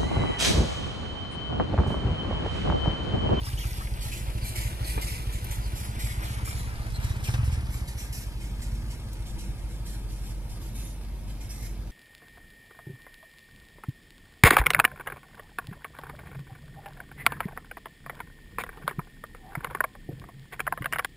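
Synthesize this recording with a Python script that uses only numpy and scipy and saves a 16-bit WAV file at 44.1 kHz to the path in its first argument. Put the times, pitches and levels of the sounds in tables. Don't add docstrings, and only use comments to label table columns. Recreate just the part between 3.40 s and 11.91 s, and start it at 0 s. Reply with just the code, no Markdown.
import sys
import numpy as np
from scipy import signal
from scipy.fft import rfft, irfft, next_fast_len
from scipy.io import wavfile
from scipy.ndimage import uniform_filter1d, map_coordinates

SR = 44100
rng = np.random.default_rng(int(sys.argv[2]) if len(sys.argv) > 2 else 0)


def wrap_up_sound(samples):
    columns = np.atleast_2d(samples).T
    tamed = np.clip(columns, -1, 1)
    steps = np.round(tamed * 32767).astype(np.int16)
    wavfile.write(sys.argv[1], SR, steps)


N = 375291
TIME = np.arange(N) / SR

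# time_s, firings_per_s
FIRING_RATE = [(0, 17.85), (.5, 14.32), (1.4, 12.8), (2.5, 13.06), (3.1, 17.01), (3.35, 15.38),
               (3.6, 16.89), (3.84, 15.95), (4.01, 22.91), (4.2, 18.21), (4.45, 14.67), (4.85, 11.65),
               (5.2, 13.21), (5.41, 19.5), (5.7, 15), (6.3, 12.3), (8.5, 11.85)]


def amp(db):
    return 10 ** (np.asarray(db) / 20)


def unit(x):
    return x / np.sqrt(np.mean(x ** 2) + 1e-20)


def curve(rows):
    return np.interp(TIME, *np.transpose(rows))


def read(points, hz):
    f, db = np.transpose(points)
    return np.interp(np.log(hz + 1), np.log(f + 1), db)


def bins(size):
    return np.fft.rfftfreq(size, 1 / SR)


def colour(x, points):
    size = next_fast_len(N, real=True)
    return irfft(rfft(x, size) * amp(read(points, bins(size))), size)[..., :N]


def ring(x, points, size=16384):
    log_gain = np.log(amp(read(points, abs(np.fft.fftfreq(size, 1 / SR)))))
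    response = np.fft.ifft(np.exp(signal.hilbert(log_gain).conj())).real
    return signal.oaconvolve(x, response[:size // 2])[:N]


def resonate(x, hz, width_hz):
    turn = np.exp(2j * np.pi * np.cumsum(hz) / SR)
    r = np.exp(-np.pi * width_hz / SR)
    return 2 * (turn * signal.lfilter([1 - r], [1, -r], x / turn + 1e-18)).real


def wander(knots_per_s):
    return unit(np.interp(TIME * knots_per_s, np.arange(4096), rng.standard_normal(4096)))


def add(mix, s, sound):
    part = mix[max(round(s * SR), 0):][:len(sound)]
    part += sound[:len(part)]


def spreading_db():
    closest_s, closest_m, speed_m_per_s = 1.61, 2.9, 2.014
    return -20 * np.log10(np.hypot(1, speed_m_per_s * (TIME - closest_s) / closest_m))


def stages():
    coming = curve([(1.9, 0.9), (3.1, 0.26)])
    going = curve([(4.1, 0.18), (4.9, 0.68)])
    return coming, np.clip(1 - coming - going, 0, 1), going


def throttle():
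    # start_s, held_s, opening_0_to_1
    twists = [(0, 0.17, 0.2), (2.3, 0.75, 0.22), (3.551, 0.16, 0.72), (3.85, 0.27, 0.83), (4.34, 0.1, 0.43),
              (5.171, 0.23, 0.15)]
    rise_s, fall_s = 0.035, 0.22
    openings = []
    for s, held_s, opening in twists:
        rise = np.clip((TIME - s) / rise_s, 0, 1)
        fall = np.exp(-np.maximum(TIME - s - held_s, 0) / fall_s)
        openings.append(opening * rise * fall)
    return np.clip(np.max(openings, axis=0), 0, 1)


def engine_cycles():
    stumble_cycles = 0.025
    steady = np.cumsum(curve(FIRING_RATE)) / SR + .69
    return steady + stumble_cycles * (1 - throttle()) * wander(10)


def exhaust(cycles, lope_db=1.45, boom=1.26, base_db=-34.0, throttle_db=11, rev_db_per_hz=0.49,
            idle_hz=13, falloff=0.64):
    # frequency_hz, relative_db_per_hz
    idle_shape = [(15, -48.5), (27, -5), (40, 0.5), (51, 8.5), (63, 8.5), (82, -4.5), (113, 5), (135, -4.5),
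                  (165, -23.5), (200, -18), (235, -20.5), (275, -31), (340, -29.5), (500, -39),
                  (1500, -57.5)]
    # frequency_hz, relative_db_per_hz
    open_shape = [(15, -17), (30, 1), (48, -2.5), (70, 8.5), (95, 0.5), (125, 7), (160, -11.5), (230, -15),
                  (300, -18.5), (500, -31), (1500, -70)]
    # time_s, frequency_hz
    boom_hz = [(3.6, 83.54), (3.88, 100), (3.95, 114), (4.0, 117), (4.04, 81.5), (4.15, 73.2), (4.3, 61)]
    uneven_db, gas_share = 1.3, 0.22

    at = np.flatnonzero(np.diff(np.floor(cycles)))
    opened, rate = throttle(), curve(FIRING_RATE)
    level_db = base_db + throttle_db * opened + rev_db_per_hz * (rate - idle_hz) + falloff * spreading_db()

    strength_db = uneven_db * rng.standard_normal(len(at)) - lope_db * np.cos(np.pi * cycles[at])
    pulses = np.zeros(N)
    pulses[at] = amp(strength_db * (1 - opened[at])) / np.sqrt(rate[at])
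    gas = unit(rng.standard_normal(N) * np.exp(-(cycles % 1) / 0.27)) * (1 - opened)
    pulses = pulses + gas_share * np.std(pulses) * gas

    idle = ring(pulses * amp(level_db) * (1 - opened), idle_shape) / np.std(ring(pulses, idle_shape))
    thud = ring(pulses * amp(level_db) * opened, open_shape) / np.std(ring(pulses, open_shape))
    return 1.155 * idle + 0.5 * thud + boom * resonate(thud, curve(boom_hz), 28.0)


def rasp(cycles, full_throttle_db=-47, puff_cycles=0.18):
    # frequency_hz, relative_db_per_hz
    rasp_shape = [(150, -27), (350, -6), (600, -2), (950, 1), (1600, -6), (2600, 3), (6000, -32)]
    puffs = rng.standard_normal(N) * np.exp(-(cycles % 1) / puff_cycles)
    return unit(colour(puffs, rasp_shape)) * throttle() ** 3 * amp(full_throttle_db)


def clatter(cycles, beat=0.32, valves=0.8, case_hz=910, case_width_hz=130, case=0.94, base_db=-45.5,
            throttle_db=3, falloff=1.1):
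    # frequency_hz, relative_db_per_hz
    front_shape = [(100, -35), (190, 14), (280, -5), (345, 4.5), (450, 4.5), (650, 3.5), (900, 8),
                   (1300, -1.5), (2400, 2), (3500, 0.5), (7000, -29)]
    # frequency_hz, relative_db_per_hz
    side_shape = [(100, 5), (210, 20), (370, 4.5), (700, 9.5), (900, 10), (1300, 11), (1600, 11.5),
                  (2200, 9), (3200, -18), (7000, -54)]
    # frequency_hz, relative_db_per_hz
    back_shape = [(100, -27), (180, -12), (225, 3), (265, 13), (330, 25.5), (520, -40), (750, -4),
                  (950, 17), (1150, -58), (2300, 7), (7000, -59)]

    piston = beat * np.exp(-(cycles % 1) / 0.18)
    valve = valves * np.exp(-((2 * cycles + 0.36) % 1) / 0.19)
    noise = rng.standard_normal((2, N)) * (1 + piston + valve) * amp(2.0 * wander(40))
    level_db = base_db + throttle_db * throttle() + falloff * spreading_db()
    shapes = (front_shape, side_shape, back_shape)
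    body = sum(share * colour(noise[0], shape) for share, shape in zip(stages(), shapes))
    crankcase = resonate(noise[1], np.full(N, case_hz), case_width_hz)
    return unit(body + case * crankcase) * amp(level_db)


def rubs(release_s=0.048, sag_db=4, ripple_db=2.5, judder_db=0.94, lift_db=7.0, shift=0.012, glide=0.04,
         snag_db=4.0, snags_per_s=600, snags=0.52, bite=0.48, bite_s=0.015):
    # start_s, rise_s, length_s, relative_level_db, brightness_db_per_octave
    scrapes = [(0.045, 0.013, 0.1, -51, -0.5), (0.179, .012, 0.26, -50.5, -1.5),
               (0.603, 0.027, 0.09, -46, -0.5), (0.711, 0.014, 0.087, -47.5, -0.5),
               (1.029, 0.041, 0.057, -41.5, 0.5), (1.153, .003, 0.11, -43, -0.9),
               (1.436, 0.043, 0.096, -42, -0.5), (1.61, 0.0057, 0.031, -41, 0.5),
               (1.664, 0.013, 0.1, -44, -1), (1.919, 0.0096, .03, -47.5, -1),
               (2.105, 0.0062, 0.043, -46.5, 2), (2.349, 0.013, .11, -48.5, 1.5),
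               (2.587, 0.013, .13, -45, -1), (2.813, .03, 0.14, -48, -1.5),
               (3.044, .013, 0.083, -45.5, 0.5), (3.151, 0.022, 0.08, -50, -0.5),
               (3.613, 0.028, .09, -49.5, -3), (3.835, 0.0059, 0.1, -48, -0.5),
               (4.036, .015, .03, -50.5, -2.5), (4.112, 0.0085, 0.031, -50.5, -4),
               (4.298, 0.037, 0.08, -50, -1), (4.469, 0.018, .025, -48, -1.5),
               (4.561, 0.037, 0.077, -47.5, -1), (4.724, .004, .1, -48, 1),
               (4.992, 0.023, 0.098, -55.5, -3), (5.214, .006, 0.043, -52, -1),
               (5.331, 0.016, 0.046, -58.5, -3), (5.499, 0.0054, 0.025, -53.5, -0.5),
               (5.85, 0.022, 0.056, -55, -2.5), (5.978, 0.012, .075, -54.5, -2),
               (6.177, .005, .02, -63, -5), (6.28, .025, 0.06, -58.5, -2), (6.446, .02, 0.099, -53.5, 0),
               (6.682, .02, 0.14, -59.5, -2), (6.83, 0.031, 0.08, -54.5, -1), (7.085, 0.019, .05, -56, -1),
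               (7.197, .025, 0.094, -57, -1.5), (7.34, 0.02, 0.16, -53, -0.5),
               (7.864, .035, 0.054, -57.5, -3), (8.001, 0.0067, 0.059, -57, -2.5),
               (8.09, 0.017, 0.12, -52, .5), (8.218, 0.014, 0.049, -51, 0)]
    # frequency_hz, relative_db_per_hz
    front_shape = [(820, -51), (1400, -41), (1930, -7.5), (2510, -4), (3570, -5.5), (4070, -7.5),
                   (4780, -5.5), (5610, -7.5), (7360, -3.5), (7900, -5), (8740, -3.5), (9960, -4),
                   (11200, 2), (13300, -8.5), (15500, -17)]
    # frequency_hz, relative_db_per_hz
    back_shape = [(820, -42), (1400, -26), (1640, -10), (1780, -13.5), (2070, -9), (2290, -9), (3570, -5.5),
                  (4070, -6.5), (4680, -6.5), (5730, -2), (6660, -6), (7290, -2), (7980, -4), (11800, -1.5),
                  (15500, -21)]
    # frequency_hz, width_hz, full_lift_db
    frame_modes = [(1850, 250, 5), (2090, 650, 6), (4100, 260, 4.5), (5300, 145, -2.5), (5340, 110, 6),
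                   (7460, 230, 6), (10100, 180, 0), (10760, 410, -5)]
    ring_from_db, ring_full_db = -61, -50
    pass_from_s, pass_length_s = 2.4, 2.1

    out, size = np.zeros(N), 16384
    t, hz = np.arange(size) / SR, bins(size)
    frame_db = sum(lift / (1 + (2 * (hz - f) / width) ** 2) for f, width, lift in frame_modes)
    for s, rise_s, length_s, db, brightness_db in scrapes:
        passed = np.clip((s - pass_from_s) / pass_length_s, 0, 1)
        ripple = uniform_filter1d(rng.standard_normal(len(hz)), size=130)
        ripple = unit(uniform_filter1d(ripple, size=60))
        ringing = np.clip((db - ring_from_db) / (ring_full_db - ring_from_db), 0, 1)
        shifted_db = np.interp(hz * (1 + shift * rng.standard_normal()), hz, frame_db)
        shape_db = (1 - passed) * read(front_shape, hz) + passed * read(back_shape, hz)
        shape_db = shape_db + brightness_db * np.log2(hz + 1) + ringing * shifted_db + ripple_db * ripple

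        slips = amp(snag_db * np.minimum(rng.exponential(1, size), 3)) * rng.choice([-1, 1], size)
        slips = slips * (rng.random(size) < snags_per_s / SR)
        source = rng.standard_normal(size) + snags * unit(slips)
        scrape = unit(irfft(rfft(source) * amp(shape_db)))
        slid = np.minimum(t / length_s, 1)
        scrape = map_coordinates(scrape, [np.cumsum(1 + glide * (.5 - slid))], order=3)

        pressure = np.minimum(t / rise_s, 1) * (1 + bite * np.exp(-t / bite_s))
        pressure = pressure * amp(-sag_db * slid) * np.exp(-np.maximum(t - length_s, 0) / release_s)
        add(out, s, amp(db + lift_db) * pressure * scrape)
    return out * amp(judder_db * wander(110))


def squeaks(width_hz=170, octave_db=-8):
    # start_s, length_s, first_hz, last_hz, fundamental_db
    whistles = [(0.032, 0.075, 5520, 4800, -44.5), (0.171, 0.023, 2800, 3330, -42),
                (0.191, 0.064, 3390, 2510, -44), (0.601, 0.044, 4760, 4470, -49),
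                (0.709, 0.042, 2450, 2635, -43), (1.012, 0.036, 4700, 4330, -47.5),
                (1.44, 0.02, 4650, 4184, -43.5), (1.472, 0.024, 4150, 4100, -49),
                (1.616, 0.027, 2100, 2100, -41.5), (2.218, 0.071, 5000, 4120, -52),
                (3.532, 0.05, 4180, 4160, -47), (3.843, 0.053, 3300, 1730, -46),
                (4.58, 0.03, 6000, 6000, -47), (4.718, 0.083, 5660, 5480, -50),
                (7.375, 0.057, 2650, 2560, -56), (8.088, 0.028, 5500, 5280, -48)]
    out = np.zeros(N)
    for s, length_s, first_hz, last_hz, db in whistles:
        size = int(length_s * SR)
        slips = rng.standard_normal(SR // 4)[:size] * np.sqrt(2 * np.pi * abs(width_hz) / SR)
        glide = 2 * np.pi * np.linspace(first_hz, last_hz, size) / SR
        phase = np.cumsum(glide + uniform_filter1d(slips, size=16))
        tone = np.sin(phase) + amp(octave_db) * np.sin(2 * phase)
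        add(out, s, amp(db) * np.sqrt(2) * signal.windows.tukey(size, .6) * tone)
    return out


def thumps():
    # start_s, relative_level_db
    landings = [(1.551, -11), (1.578, -2), (1.593, -24)]
    # frequency_hz, relative_level_db, t60_s
    cargo_modes = [(183, -28, 0.047), (283, -31, 0.06), (385, -33, 0.051), (422, -27, 0.063),
                   (900, -31, 0.026), (950, -41, 0.03), (1800, -48, 0.04), (2385, -34, 0.037)]
    out, t = np.zeros(N), np.arange(SR // 4) / SR
    wood = sum(amp(db - 60 * t / t60_s) * np.sin(2 * np.pi * hz * t) for hz, db, t60_s in cargo_modes)
    for s, db in landings:
        add(out, s, amp(db) * wood)
    return out


def knocks():
    # start_s, initial_rms_db, centre_hz, width_octaves (standard deviation), decay_s
    bursts = [(1.577, -30, 750, 1.1, 0.0057), (2.044, -30, 12000, 0.42, 0.0028),
              (3.877, -38, 2300, 0.57, 0.005), (3.889, -39.5, 650, 1.5, 0.015),
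              (3.939, -30.5, 750, 1.77, 0.011), (3.978, -45, 1300, 0.6, 0.076),
              (5.733, -34.5, 11000, 0.91, 0.0013)]
    out, size = np.zeros(N), 4096
    t, hz = np.arange(size) / SR, bins(size)
    for s, db, centre_hz, octaves, decay_s in bursts:
        band = np.exp(-.5 * (np.log2((hz + 1) / centre_hz) / octaves) ** 2)
        noise = unit(irfft(rfft(rng.standard_normal(size)) * band))
        add(out, s, amp(db) * noise * np.exp(-t / decay_s))
    return out


def chain_and_tyres(grains_per_s=500, grain_db=7.0, grit=0.51, base_db=-47.0, falloff=0.67):
    # frequency_hz, relative_db_per_hz
    chain_shape = [(600, 4), (1500, 4.5), (2400, 3.5), (3300, 3), (5000, 2), (7000, -2), (9000, 2),
                   (11000, 3.5), (12300, 1), (13500, 0.5), (15500, -39)]
    # frequency_hz, gain_db
    far_gain = [(1000, 2.5), (5000, 2.5), (11500, -3), (13500, -8), (15500, -29)]
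    sizes = amp(grain_db * np.minimum(rng.exponential(1, N), 4)) * rng.choice([-1, 1], N)
    grains = unit(sizes * (rng.random(N) < grains_per_s / SR))
    hiss = (rng.standard_normal(N) + grit * grains) * amp(0.19 * wander(69))
    near = unit(colour(hiss, chain_shape))
    coming = stages()[0]
    mixed = coming * near + (1 - coming) * colour(near, far_gain)
    return mixed * amp(base_db + falloff * spreading_db())


def gravel(pops_per_s=70, size_db=5.5, low_hz=1100, high_hz=5200, ring_cycles=2.5, count=24):
    # time_s, level_db
    pop_level = [(0, -48), (2.5, -71), (2.95, -48.5), (3.4, -58.5), (4.0, -57), (4.6, -65), (8.5, -81)]
    out, t = np.zeros(N), np.arange(512) / SR
    sizes = amp(size_db * np.minimum(rng.exponential(1, N), 3)) * (rng.random(N) < pops_per_s / SR)
    stone = rng.integers(0, count, N)
    for k, hz in enumerate(np.geomspace(low_hz, high_hz, count)):
        snap = np.sin(2 * np.pi * hz * t) * np.exp(-hz * t / ring_cycles)
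        for at in np.flatnonzero(sizes * (stone == k)):
            add(out, at / SR, sizes[at] * snap)
    return unit(out) * amp(curve(pop_level))


def place(x, scatter, t60_s, turns_per_s=16, count=2):
    side_lag_ms, ahead_lag_ms = 0.459, -0.042
    lag_ms = ahead_lag_ms + (side_lag_ms - ahead_lag_ms) * amp(spreading_db())
    lag = lag_ms * SR / 1000
    direct = np.array([map_coordinates(x, [np.arange(N) - side * lag / 2], order=3) for side in (1, -1)])
    t = np.arange(SR // 8) / SR
    echo = 0
    for k in range(count):
        tail = rng.standard_normal((2, len(t))) * amp(-60 * t / t60_s) * (t > .002)
        tail /= np.linalg.norm(tail, axis=1, keepdims=True)
        share = np.sin(np.pi / 2 * np.minimum((turns_per_s * TIME + k) % count, 2))
        echo = echo + signal.oaconvolve((x * share)[None], tail, axes=1)[:, :N]
    return (direct + scatter * echo) / np.hypot(1, scatter)


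def truck(waver_db=-0.5, drift=0.0124, rumble_db=-45):
    # time_s, pitch_hz
    note_hz = [(0, 46.65), (0.7, 47.27), (1.5, 49.96), (2.1, 49.02), (2.7, 51.12), (3.2, 48.02),
               (4.1, 48.99), (5.7, 47.56), (6.8, 48.65), (7.2, 47.65), (7.7, 49.32), (8.5, 47.7)]
    # time_s, level_db
    note_db = [(0, -42), (1.5, -43), (2.5, -41), (3.6, -42), (4.8, -46), (5.3, -39), (5.9, -42), (7, -40.5),
               (8.5, -41)]
    # multiple, relative_level_db
    orders = [(1, 4.5), (2, -36), (3, -18)]
    # frequency_hz, relative_db_per_hz
    rumble_shape = [(8, -27), (25, -11), (45, -29), (75, 0.5), (125, 1), (170, -3.5), (330, -14),
                    (520, -16.5), (800, -21.5), (2000, -41.5)]
    hz = curve(note_hz) * (1 + drift * wander(3) + 0.0083 * wander(15))
    phase = 2 * np.pi * np.cumsum(hz) / SR
    note = sum(amp(db + waver_db * wander(14)) * np.sin(round(k) * phase + 2 * np.pi * rng.random())
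               for k, db in orders)
    noise = rng.standard_normal(N) + 0.043 * rng.standard_normal((2, N))
    rumble = unit(colour(noise, rumble_shape))
    return np.sqrt(2) * note * amp(curve(note_db)) + amp(rumble_db) * rumble


def whines(drift=0.01222, waver_db=1.5):
    # start_s, length_s, first_hz, last_hz, level_db
    notes = [(0, 2.27, 339, 345, -59.5), (0.7, 1.1, 634, 566, -63), (0.66, 1.5, 547, 465, -61),
             (0, 8.5, 205.1, 200.4, -58), (5, 0.74, 226, 232, -53), (5, 2.84, 155, 158, -63.5),
             (7, 2.83, 231, 210, -59.5), (5.5, 3.5, 326.7, 319.3, -64.5)]
    rough_share, flutter_db = 0.035, 3
    out = np.zeros(N)
    for s, length_s, first_hz, last_hz, db in notes:
        along = np.clip((TIME - s) / length_s, 0, 1)
        rough_hz = rough_share * first_hz * wander(70)
        hz = (first_hz + (last_hz - first_hz) * along) * (1 + drift * wander(7)) + rough_hz
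        fade = np.minimum(10 * np.minimum(along, 1 - along), 1)
        level = amp(db + waver_db * wander(6) + flutter_db * wander(25))
        out += np.sqrt(2) * fade * level * np.sin(2 * np.pi * np.cumsum(hz) / SR)
    return out


def breeze(level_db=-48):
    # frequency_hz, relative_db_per_hz
    breeze_shape = [(10, -5), (28, 0), (60, -10), (120, -17), (300, -52), (1000, -75)]
    gust_db = 3
    return amp(level_db + gust_db * wander(1.99)) * unit(colour(rng.standard_normal((2, N)), breeze_shape))


def scene():
    cycles = engine_cycles()
    low = place(exhaust(cycles), scatter=0.012, t60_s=0.36)
    middle = place(clatter(cycles) + rasp(cycles), scatter=0.5, t60_s=0.17)
    high = place(chain_and_tyres() + rubs(), scatter=1.0, t60_s=0.037, count=4)
    short = place(knocks() + thumps() + squeaks() + gravel(), scatter=0.69, t60_s=0.058)
    return low + middle + high + short + truck() + whines() + breeze()


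def record(dry):
    # frequency_hz, left_minus_right_db
    port_tilt = [(60, -0.5), (380, -0.5), (700, 1), (1290, 4), (2380, 2.5), (4400, -3.5), (8120, -2),
                 (15000, 1.5)]
    edge_hz = 15500
    ports = np.array([colour(x, [(f, side * db / 2) for f, db in port_tilt])
                      for x, side in zip(dry, (1, -1))])
    low_pass = signal.firwin(511, edge_hz, window=("kaiser", 9), fs=SR)
    return signal.oaconvolve(ports, low_pass[None], "same")


dry = scene()
out = record(dry)
wrap_up_sound(out)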